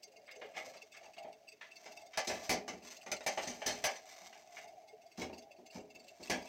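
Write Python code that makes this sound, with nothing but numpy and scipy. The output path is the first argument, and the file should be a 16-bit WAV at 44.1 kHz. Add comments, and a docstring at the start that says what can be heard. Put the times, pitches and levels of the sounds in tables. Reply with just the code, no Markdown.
"""Wet net over the bow

A wet fishing net is paid out over the bow of a small metal boat. Its cord drags a hollow plastic float
out of the hull, knocking and scraping, while boots bump and wet net flops: random contacts ring filters and tones.
Drops patter off the net as short bursts of tiny contacts. The river laps as filtered noise, small
bubble tones and gulps, over a faint hush of noise. The hardest knocks overload the microphone."""
import sys
import numpy as np
from scipy import signal
from scipy.fft import rfft, irfft, next_fast_len
from scipy.io import wavfile
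from scipy.ndimage import map_coordinates

SR = 44100
rng = np.random.default_rng(int(sys.argv[2]) if len(sys.argv) > 2 else 0)


def persist_wave(psi):
    """Save psi, clipped to +-1, as 16-bit WAV."""
    counts = np.round(np.clip(psi, -1, 1) * 32767).astype(np.int16)
    wavfile.write(sys.argv[1], SR, np.atleast_2d(counts).T)


N = 285768  # samples in the scene
SPAN = 32768  # samples in the frequency grid of every filter
TOP_HZ = 15850  # nothing is heard above this

# Table levels are starting points: the functions below add trims and chance.
# The float hits the boat: (time [s], level [dB], weight: boom over the level [dB],
# hardness: crack over the level [dB], basic time to fade by 60 dB [s])
FLOAT_KNOCKS = [(1.857, -49.5, -11.5, -8, 0.2), (2.173, -31.5, -25, -2, 0.18),
                (2.270, -45, -0.5, 8.5, 0.32), (2.295, -37.5, -9.5, -13, .32),
                (2.493, -26.5, -5.5, 0, 0.21), (2.678, -44.5, -4, 0, 0.23), (3.061, -49, -8.5, -5.5, .24),
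                (3.116, -35.5, -12, 2, .13), (3.206, -49, -15, -7, .15), (3.263, -30, -17.5, -2.5, .19),
                (3.374, -34.5, -14, -10.5, 0.18), (3.428, -49, -5, -0.5, 0.37), (3.471, -47, 0, 6, 0.29),
                (3.616, -42, -26, -12, 0.25), (3.660, -37.5, -4.5, 6.5, 0.32),
                (3.839, -27.5, -22, -0.5, .2), (3.955, -51, -28, 0, .17), (5.216, -43, 1, -3.5, 0.19),
                (5.296, -48, 0, -44, 0.099), (5.328, -50.5, -2, -31, 0.13), (6.297, -32.5, -2, -1, .25)]
# Wet net flops on the deck: (time [s], level [dB], hollow ring over the level [dB],
# spray over the level [dB], rise [s])
NET_FLOPS = [(.272, -54, -24, -31, 0.018), (0.411, -49.5, -0.5, -18, 0.0073), (.530, -56.5, -3, -8, .025),
             (.558, -44, -1, -7.5, 0.013), (.736, -57, 0, -3.5, 0.0022), (.935, -53.5, -20, -10, 0.012),
             (1.025, -58.5, 2, -4.5, 0.01), (1.163, -56.5, -9, -15, 0.0061), (1.240, -61, 12, -25, 0.0087),
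             (1.609, -48.5, -16, -14, .004), (2.129, -50, -31, -9, 0.007), (4.325, -56.5, -12, -5, 0.0015),
             (4.565, -49.5, -11, -12, 0.0045)]
# Boots shift and bump on the bow: (time [s], level [dB])
BOOT_STEPS = [(0.636, -62), (2.722, -50.5), (2.826, -60.5), (3.076, -60), (4.210, -66), (5.176, -42.5),
              (5.375, -61), (5.579, -60), (5.747, -46.5), (5.946, -60.5), (6.195, -52.5)]
# A boot's sound: (ring over the boom [dB], clack over the boom [dB], crack over the boom [dB])
STEP_TONE = (-4.5, -16, -14)
# Float and hull together, broad colour: (frequency [Hz], level [dB])
BODY_COLOUR = [(25, -23), (70, -22.5), (140, -18), (220, -7), (480, -6.5), (750, -2.5), (1050, -11),
               (1450, -13.5), (2100, -7.5), (3300, -14.5), (6200, -10), (7100, -20.5), (9500, -34.5),
               (15500, -38)]
# Float and hull together, resonances: (frequency [Hz], width [Hz], lift [dB])
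BODY_MODES = [(80, 7, 8.9), (188, 29, 4), (246.6, 23, 5.2), (418, 8.8, 9.5), (602.6, 21, 6),
              (629, 20.4, 8.2), (768, 15, 6.6), (852, 59, 3.3), (948, 26, 2.6), (1176, 19, 5.3),
              (1649, 33, 3.3), (1717, 100, 3.1), (2014, 130, 3.6), (2182, 68, 4.3), (2300, 76, 6.3),
              (2470, 72, 0.43), (2740, 24, 1.5), (3204, 200, 3.8), (5120, 60, 4.4), (6050, 100, 5.2),
              (6160, 80, 1.8), (6470, 72, 4.5), (7600, 130, 10.4), (8220, 220, 11)]
# Thump, boom, ring, clack and crack: (from [Hz], to [Hz])
PART_BANDS = [(42, 140), (150, 480), (480, 1000), (1100, 3600), (3800, 20000)]
# Fade time of thump, boom, ring, clack and crack: (multiple of the blow's fade time [ratio])
PART_LIFE = [1.28, 1.69, 1.23, 1.04, 0.83]
# The hollow float's walls: (frequency [Hz], level [dB], time to fade by 60 dB [s])
FLOAT_WALLS = [(557.3, -11, 0.32), (648.6, -1, 0.095), (769.5, -4.5, 0.05), (836, -20, 0.13)]
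# The hull's panels: (frequency [Hz], level [dB], time to fade by 60 dB [s])
HULL_PANELS = [(183, -6, 0.15), (245.2, -7, 0.29), (363.4, -4.5, 0.19)]
# The net slides out, now stronger, now almost silent: (time [s], level [dB])
NET_DRAG = [(0, -83), (.5, -71.5), (1.2, -73.5), (1.55, -83), (1.82, -64.5), (2.2, -71.5), (2.75, -69.5),
            (3.2, -65.5), (3.9, -57), (4.45, -67), (5.0, -81), (5.35, -69), (5.6, -93), (6.1, -70.5),
            (6.48, -60)]
# Float and mesh scrape over the deck: (time [s], length [s], level [dB])
DECK_SCRAPES = [(0.566, 0.12, -57), (2.243, .22, -53), (2.82, 0.12, -59), (3.317, 0.17, -51.5),
                (3.69, 0.037, -53), (4.092, 0.18, -59), (4.518, 0.11, -60.5), (5.173, 0.038, -49),
                (5.72, 0.04, -58.5), (6.212, 0.1, -57)]
# Broad colour of the sliding: (frequency [Hz], level [dB])
SLIDE_COLOUR = [(300, -24.5), (1000, 2.5), (1450, -3), (2200, 3.5), (3100, -3), (4800, 2), (6300, 3.5),
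                (7200, -6), (10500, -23), (13500, -10), (16000, -22)]
# The fattest drops off the net: (time [s], level [dB], ping of the landing spot over the level [dB])
FAT_DROPS = [(.030, -41.5, -22.5), (0.164, -51.5, -11.5), (.313, -44, -12), (0.354, -50, -9),
             (0.768, -45.5, -16.5), (.819, -46.5, -8.5), (0.92, -48, -12), (0.969, -45.5, -11),
             (1.053, -55, -6), (1.138, -54, -7), (1.181, -46, -9), (1.227, -54, -10), (1.326, -53, -13),
             (1.48, -44.5, -11.5), (1.52, -50.5, -9), (1.712, -54, -2), (1.76, -44, -16.5),
             (1.918, -48, -14), (1.969, -45.5, -9), (2.012, -49.5, -15), (2.062, -50, -29),
             (2.434, -44, -21), (2.871, -42.5, -19.5), (2.911, -50.5, -10), (2.966, -44.5, -16),
             (3.014, -49.5, -10.5), (3.163, -40, -18), (4.373, -55, -12), (4.678, -51.5, -16),
             (4.88, -50, -22), (5.062, -55, -33), (5.116, -54, -11.5), (5.332, -48, -10),
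             (5.378, -44.5, -18), (5.42, -52.5, -16), (5.514, -53.5, -5), (5.662, -48.5, -16),
             (5.705, -50.5, -9.5), (5.799, -56, -8.5), (5.901, -51.5, -11.5), (5.950, -48, -7.5),
             (5.993, -51, -17), (6.037, -54.5, -18), (6.08, -48, -10), (6.23, -40, -19), (6.275, -53, -2.5),
             (6.42, -46.5, -24), (6.47, -52.5, -6.5)]
# A drop's spatter, broad colour: (frequency [Hz], level [dB])
SPATTER_COLOUR = [(1200, -47), (2100, -9.5), (3000, -26.5), (4500, -3), (6400, -12), (8400, -14),
                  (10500, -25.5), (13500, -17), (16000, -19)]
# A drop's spatter, resonances: (frequency [Hz], width [Hz], lift [dB])
SPATTER_MODES = [(2150, 76, 22), (2260, 88, 13), (3340, 47, 8), (3400, 100, 21), (3637, 70, 20.6),
                 (4160, 62, 12.4), (4505, 76, 11), (4350, 39, 4.3), (4734, 56, 12), (4810, 56, 14.7),
                 (4960, 120, 8.4), (5610, 76, 15.3), (5710, 100, 5.7), (6250, 70, 12.5), (6248, 69, 8.5),
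                 (6570, 130, 17.5), (7373, 73, 13.7), (7630, 130, 8.3), (8035, 75, 19)]
# Tones of the spot a drop lands on: (frequency [Hz], width [Hz], level [dB])
PING_MODES = [(2668, 51, 15), (2600, 19, -10), (2740, 34, 2)]
# Ripples under the bow: (time [s], level [dB], middle bubble pitch [Hz])
RIPPLES = [(0, -66.5, 603), (.3, -63, 591), (.62, -58, 525), (.88, -69, 624), (1.12, -75, 742),
           (1.35, -66, 691), (1.57, -71, 646), (1.75, -65, 686), (2.5, -57, 662.5), (2.87, -64.5, 632),
           (3.5, -57, 705), (4.45, -60.5, 702), (4.77, -55.5, 729), (5.0, -66.5, 711), (5.3, -58.5, 683),
           (5.55, -61, 663), (6.15, -66.5, 667.6), (6.48, -60.5, 706)]
# Single wavelets slosh against the bow: (time [s], length [s], level [dB])
WAVELETS = [(0.333, 0.069, -57.5), (0.661, 0.052, -53), (0.957, 0.15, -59), (1.164, .14, -54),
            (2.478, 0.055, -48), (5.028, 0.037, -58.5), (5.886, .03, -67)]
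# Broad colour of the water's murmur: (frequency [Hz], level [dB])
MURMUR_COLOUR = [(35, -96), (60, -4), (141, -18), (177, -17.5), (243, -26), (292, -15), (385, -14),
                 (422, -1.5), (514, -28.5), (643, 7.5), (794, -2.5), (955, -18), (1400, -38), (1820, -77),
                 (3080, -120)]
# Air pockets that gulp under the bow: (time [s], pitch [Hz], level [dB])
AIR_GULPS = [(.069, 424, -62.5), (.17, 436, -66), (.36, 425, -59), (0.439, 427, -53), (.824, 439, -62.5),
             (1.344, 435, -66), (1.525, 430, -65.5), (4.763, 735, -56), (4.927, 434, -55),
             (5.045, 667, -60.5)]
# Broad colour of the hush over the water: (frequency [Hz], level [dB])
AIR_COLOUR = [(25, -23), (100, -9), (400, 0.5), (750, -8), (1300, -16.5), (2200, -8.5), (3500, -16.5),
              (6000, -15), (10000, -30), (15000, -22.5)]

# A knock of fade time CONTACT_T60 rises in CONTACT_S; a glancing blow both swells and lasts longer
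CONTACT_S, CONTACT_T60 = 0.0016, 0.2  # seconds
CLACK_SHARE = 0.28  # of a knock's hardness also lifts the shell's clack
FLOP_BOOM_DB, FLOP_T60 = -13.5, 0.26  # boom over the ring; basic fade time in seconds
STEP_RISE_S, STEP_T60 = 0.011, 0.28  # seconds
SCRAPE_RISE_S, SCRAPE_T60 = 0.0067, 0.21  # seconds
LAP_RISE_S, LAP_T60 = 0.017, 0.15  # seconds
DROPS_PER_S = 20.2  # approximate beat of the trickle
SMALL_DROP_DB, SMALL_PING_DB, DROP_SCATTER_DB = -63.5, -12.5, 4.5  # the lesser drops in between


def knocks(wall_db=-1, rumble_db=-2.5, hollow_db=-1, thump_db=-14, heavy_db=-47):
    """Each blow shakes float and hull in five bands, and also rings the float's walls and hull's panels."""
    out = np.zeros(N)
    t = np.arange(SPAN // 2) / SR
    body = colour(BODY_COLOUR, BODY_MODES)
    responses = [ringing(body * band(lo, hi)) for lo, hi in PART_BANDS]
    for s, boom_db, ring_db, clack_db, crack_db, rise, t60 in blows():
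        # the thump weakens faster than the boom below the heavy level
        deep_db = boom_db + thump_db + 0.5 * min(boom_db - heavy_db, 0)
        levels = [deep_db, boom_db, ring_db, clack_db, crack_db]
        parts = []
        for db, response, life in zip(levels, responses, PART_LIFE):
            envelope = strike(t, rise, t60 * life)
            parts.append(amp(db) * burst(envelope, response, per_second=12000))
        thump, boom, ring, clack, crack = parts
        rattle = through(clack + crack, spot(depth_db=2.5, spacing_hz=220))
        # a slow push barely rings the walls
        wall_gain = amp(ring_db + wall_db) / (1 + rise / 0.018)
        walls = chime(FLOAT_WALLS, t, rise) * wall_gain
        panels = chime(HULL_PANELS, t, rise) * amp(boom_db)
        low = thump + amp(rumble_db) * boom + amp(hollow_db) * ring
        add(out, s, low + rattle + walls + panels)
    return out


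def blows():
    """Every contact with the boat, as (time, boom dB, ring dB, clack dB, crack dB, rise s, fade s)."""
    hits = []
    for s, db, weight, hardness, t60 in FLOAT_KNOCKS:
        rise = CONTACT_S * (t60 / CONTACT_T60) ** 2
        hits.append((s, db + weight, db, db + CLACK_SHARE * hardness, db + hardness, rise, t60))
    for s, db, hollow, spray, rise in NET_FLOPS:
        ring_db = db + hollow
        hits.append((s, ring_db + FLOP_BOOM_DB, ring_db, db, db + spray, rise, FLOP_T60))
    for s, db in BOOT_STEPS:
        hits.append((s, db, *(db + np.array(STEP_TONE)), STEP_RISE_S, STEP_T60))
    return hits


def chime(modes, t, rise):
    """Fading tones; the spot that is hit decides, here by chance, which speaks loudest."""
    total = np.zeros(len(t))
    for hz, db, life in modes:
        gain = amp(db + 3.5 * rng.standard_normal())
        tone = np.sin(2 * np.pi * (hz * t + rng.random()))
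        total += gain * strike(t, rise, life) * tone
    return total


def sliding():
    """Wet mesh and plastic catch and slip over the deck in small grains, louder during each scrape."""
    level = strokes(NET_DRAG, DECK_SCRAPES, SCRAPE_RISE_S, SCRAPE_T60)
    catches = grains(N, per_second=1800) * amp(2.7 * wobble(70))
    scrape = unit(through(catches, ringing(colour(SLIDE_COLOUR, BODY_MODES))))
    return level * amp(1.15 * wobble(17)) * scrape


def drips(spatter_db=-9, ping_db=2, centre_s=0.0158, spread_s=0.0057):
    """Each drop swells into a brief spatter and pings the spot it lands on, never twice quite alike."""
    out = np.zeros(N)
    t = np.arange(SR // 8) / SR
    spatter = ringing(colour(SPATTER_COLOUR, SPATTER_MODES))
    splat = np.exp(-0.5 * ((t - centre_s) / spread_s) ** 2)
    for s, drop_db, spot_db in trickle():
        stretched = t * (1 + 0.012 * rng.standard_normal())  # shifts all ping pitches a little
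        ping = np.zeros(len(t))
        for hz, width, db in PING_MODES:
            gain = amp(db + 3.3 * rng.standard_normal())
            t60 = np.log(1000) / (np.pi * width)  # a narrow resonance rings longer
            ping += gain * strike(t, 0.0016, t60) * np.sin(2 * np.pi * hz * stretched)
        landing = through(spatter, spot(depth_db=3, spacing_hz=500))
        add(out, s - 0.01, amp(drop_db + spatter_db) * burst(splat, landing, per_second=2400))
        add(out, s - 0.012, amp(drop_db + spot_db + ping_db) * burst(splat, ping, per_second=1400))
    return out


def trickle():
    """All drops as (time, dB, ping dB): small ones fill each gap between fat ones at an even beat."""
    drops = list(FAT_DROPS)
    for this, following in zip(FAT_DROPS, FAT_DROPS[1:]):
        beat_count = round((following[0] - this[0]) * DROPS_PER_S)
        for s in np.linspace(this[0], following[0], beat_count + 1)[1:-1]:
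            db = SMALL_DROP_DB + DROP_SCATTER_DB * rng.standard_normal()
            drops.append((s, db, SMALL_PING_DB))
    return drops


def lapping(murmur_db=-4, bubble_db=-3, bubbles_per_second=80, swell_db=2, swells_per_second=9):
    """Ripples murmur against the hull, shedding small bubbles; now and then a pocket of air gulps."""
    when, _, pitch_hz = np.transpose(RIPPLES)
    t = np.arange(SPAN // 4) / SR
    bubbles = np.zeros(N)
    count = int(bubbles_per_second * N / SR)
    for index, (late, size, strength) in enumerate(rng.standard_normal((count, 3))):
        s = (index + 0.5 * late) / bubbles_per_second
        hz = np.interp(s, when, pitch_hz) * np.exp(0.102 * size)
        tone = strike(t, rise=0.0035, t60=0.26) * np.sin(2 * np.pi * hz * t)
        add(bubbles, s, amp(2 * strength) * tone)
    # the hollow under the bow passes only the middle pitches
    bubbles = unit(through(bubbles, ringing(band(357, 884, order=12))))
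    water = ringing(colour(MURMUR_COLOUR) * band(120, 1100, order=3))
    murmur = unit(through(grains(N, per_second=990), water))
    level = strokes([row[:2] for row in RIPPLES], WAVELETS, LAP_RISE_S, LAP_T60)
    swell = amp(swell_db * wobble(swells_per_second))
    out = level * swell * (amp(murmur_db) * murmur + amp(bubble_db) * bubbles)
    for s, hz, db in AIR_GULPS:
        gulp = strike(t, rise=0.015, t60=0.089) * np.sin(2 * np.pi * hz * t)
        add(out, s, amp(db + 6.5) * gulp)
    return out


def river_air(db=-73):
    """The faint steady hush over open water: noise shaped by a fixed colour."""
    return amp(db) * unit(through(rng.standard_normal(N), ringing(colour(AIR_COLOUR))))


def cockpit(x, t60=0.054, share=0.16, count=16):
    """Close metal walls throw the treble straight back as a short, diffuse echo."""
    t = np.arange(SPAN // 4) / SR
    treble = band(1000, 20000, order=3)
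    # share is the part of the treble's energy that comes by way of the walls
    out = through(x, ringing(np.sqrt(1 - share * treble ** 2)))
    tone = ringing(treble)
    # fresh random echoes blend into one another, so no single one colours the whole scene
    for place in np.linspace(0, N, count + 1):
        echo = through(rng.standard_normal(len(t)) * strike(t, 0.0011, t60), tone)
        echo = echo / np.linalg.norm(echo)
        near = np.sqrt(np.maximum(1 - np.abs(np.arange(N) - place) * count / N, 0))
        heard = np.flatnonzero(near)
        reflected = signal.fftconvolve((x * near)[heard], echo)
        add(out, heard[0] / SR, np.sqrt(share) * reflected)
    return out


def spot(depth_db, spacing_hz):
    """A new contact point favours some resonances and starves others."""
    place = np.fft.rfftfreq(SPAN, 1 / SR) / spacing_hz
    favour = map_coordinates(rng.standard_normal(256), [place], mode="mirror")
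    gain = amp(depth_db * favour)
    return ringing(gain / np.sqrt(np.mean(gain ** 2)))


def strike(t, rise, t60):
    """Swell to 1 over the rise time, then fade by 60 dB in t60 seconds."""
    rise = max(rise, 1e-4)
    return np.minimum(t / rise, 1) * amp(-60 * np.maximum(t - rise, 0) / t60)


def strokes(curve, rows, rise, t60):
    """Gain over time: a slow level curve, with strokes that swell, hold and fade added as energy."""
    t = np.arange(N) / SR
    level = amp(np.interp(t, *np.transpose(curve)))
    for s, length, db in rows:
        fade_db = -60 * np.maximum(t - s - length, 0) / t60
        stroke = amp(db + fade_db) * np.clip((t - s) / rise, 0, 1)
        level = np.hypot(level, stroke)
    return level


def grains(size, per_second):
    """Tiny contacts of random strength at random moments."""
    return rng.standard_normal(size) * (rng.random(size) < per_second / SR)


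def burst(envelope, response, per_second):
    """A flurry of contacts rings a body, with the energy of the envelope."""
    sound = through(envelope * grains(len(envelope), per_second), response)
    return unit(sound) * np.sqrt(np.mean(envelope ** 2))


def wobble(rate):
    """A smooth random curve through the given number of random points a second."""
    points = rng.standard_normal(int(N * rate / SR) + 4)
    return map_coordinates(points, [np.arange(N) * rate / SR])


def colour(points, modes=()):
    """Gain per frequency: a broad curve with resonance peaks on it."""
    hz = np.fft.rfftfreq(SPAN, 1 / SR)
    f, db = np.transpose(points)
    peaks = sum(lift / (1 + (2 * (hz - centre) / width) ** 2) for centre, width, lift in modes)
    return amp(np.interp(np.log(hz + 1), np.log(f), db) + peaks)


def band(lo, hi, order=6):
    """Gain per frequency of a band with soft edges."""
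    hz = np.fft.rfftfreq(SPAN, 1 / SR) + 1
    low_edge = 1 + (lo / hz) ** (2 * order)
    high_edge = 1 + (hz / hi) ** (2 * order)
    return 1 / np.sqrt(low_edge * high_edge)


def ringing(gain):
    """Turn a gain per frequency into a ring that starts at once (minimum phase)."""
    cepstrum = irfft(np.log(np.maximum(gain, 1e-6)))
    # fold the half before time zero onto the half after it
    cepstrum[1:SPAN // 2] *= 2
    cepstrum[SPAN // 2 + 1:] = 0
    return irfft(np.exp(rfft(cepstrum)))[:SPAN // 4]


def through(x, response):
    """Play a force through a body that rings with this response."""
    return signal.fftconvolve(x, response)[:len(x)]


def amp(db):
    """Decibels to gain."""
    return 10 ** (np.asarray(db) / 20)


def unit(x):
    """Scale to an average (rms) strength of 1."""
    return x / np.sqrt(np.mean(x ** 2) + 1e-20)


def add(track, s, sound):
    """Mix a sound into a track at a time in seconds."""
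    start = max(round(s * SR), 0)
    room = track[start:start + len(sound)]
    room += sound[:len(room)]


def scene():
    """Everything at one microphone in the boat; only the sounds on board echo off its walls."""
    on_board = knocks() + sliding() + drips()
    return (cockpit(on_board) + lapping() + river_air())[None]


def record(dry, ceiling_db=-30.0, hardness=5):
    """The microphone flattens the loudest peaks; nothing passes above the band limit."""
    clipped = dry / (1 + np.abs(dry / amp(ceiling_db)) ** hardness) ** (1 / hardness)
    size = next_fast_len(N + SPAN)
    passed = np.fft.rfftfreq(size, 1 / SR) < TOP_HZ
    return irfft(rfft(clipped, size) * passed, size)[:, :N]


dry = scene()
out = record(dry)
persist_wave(out)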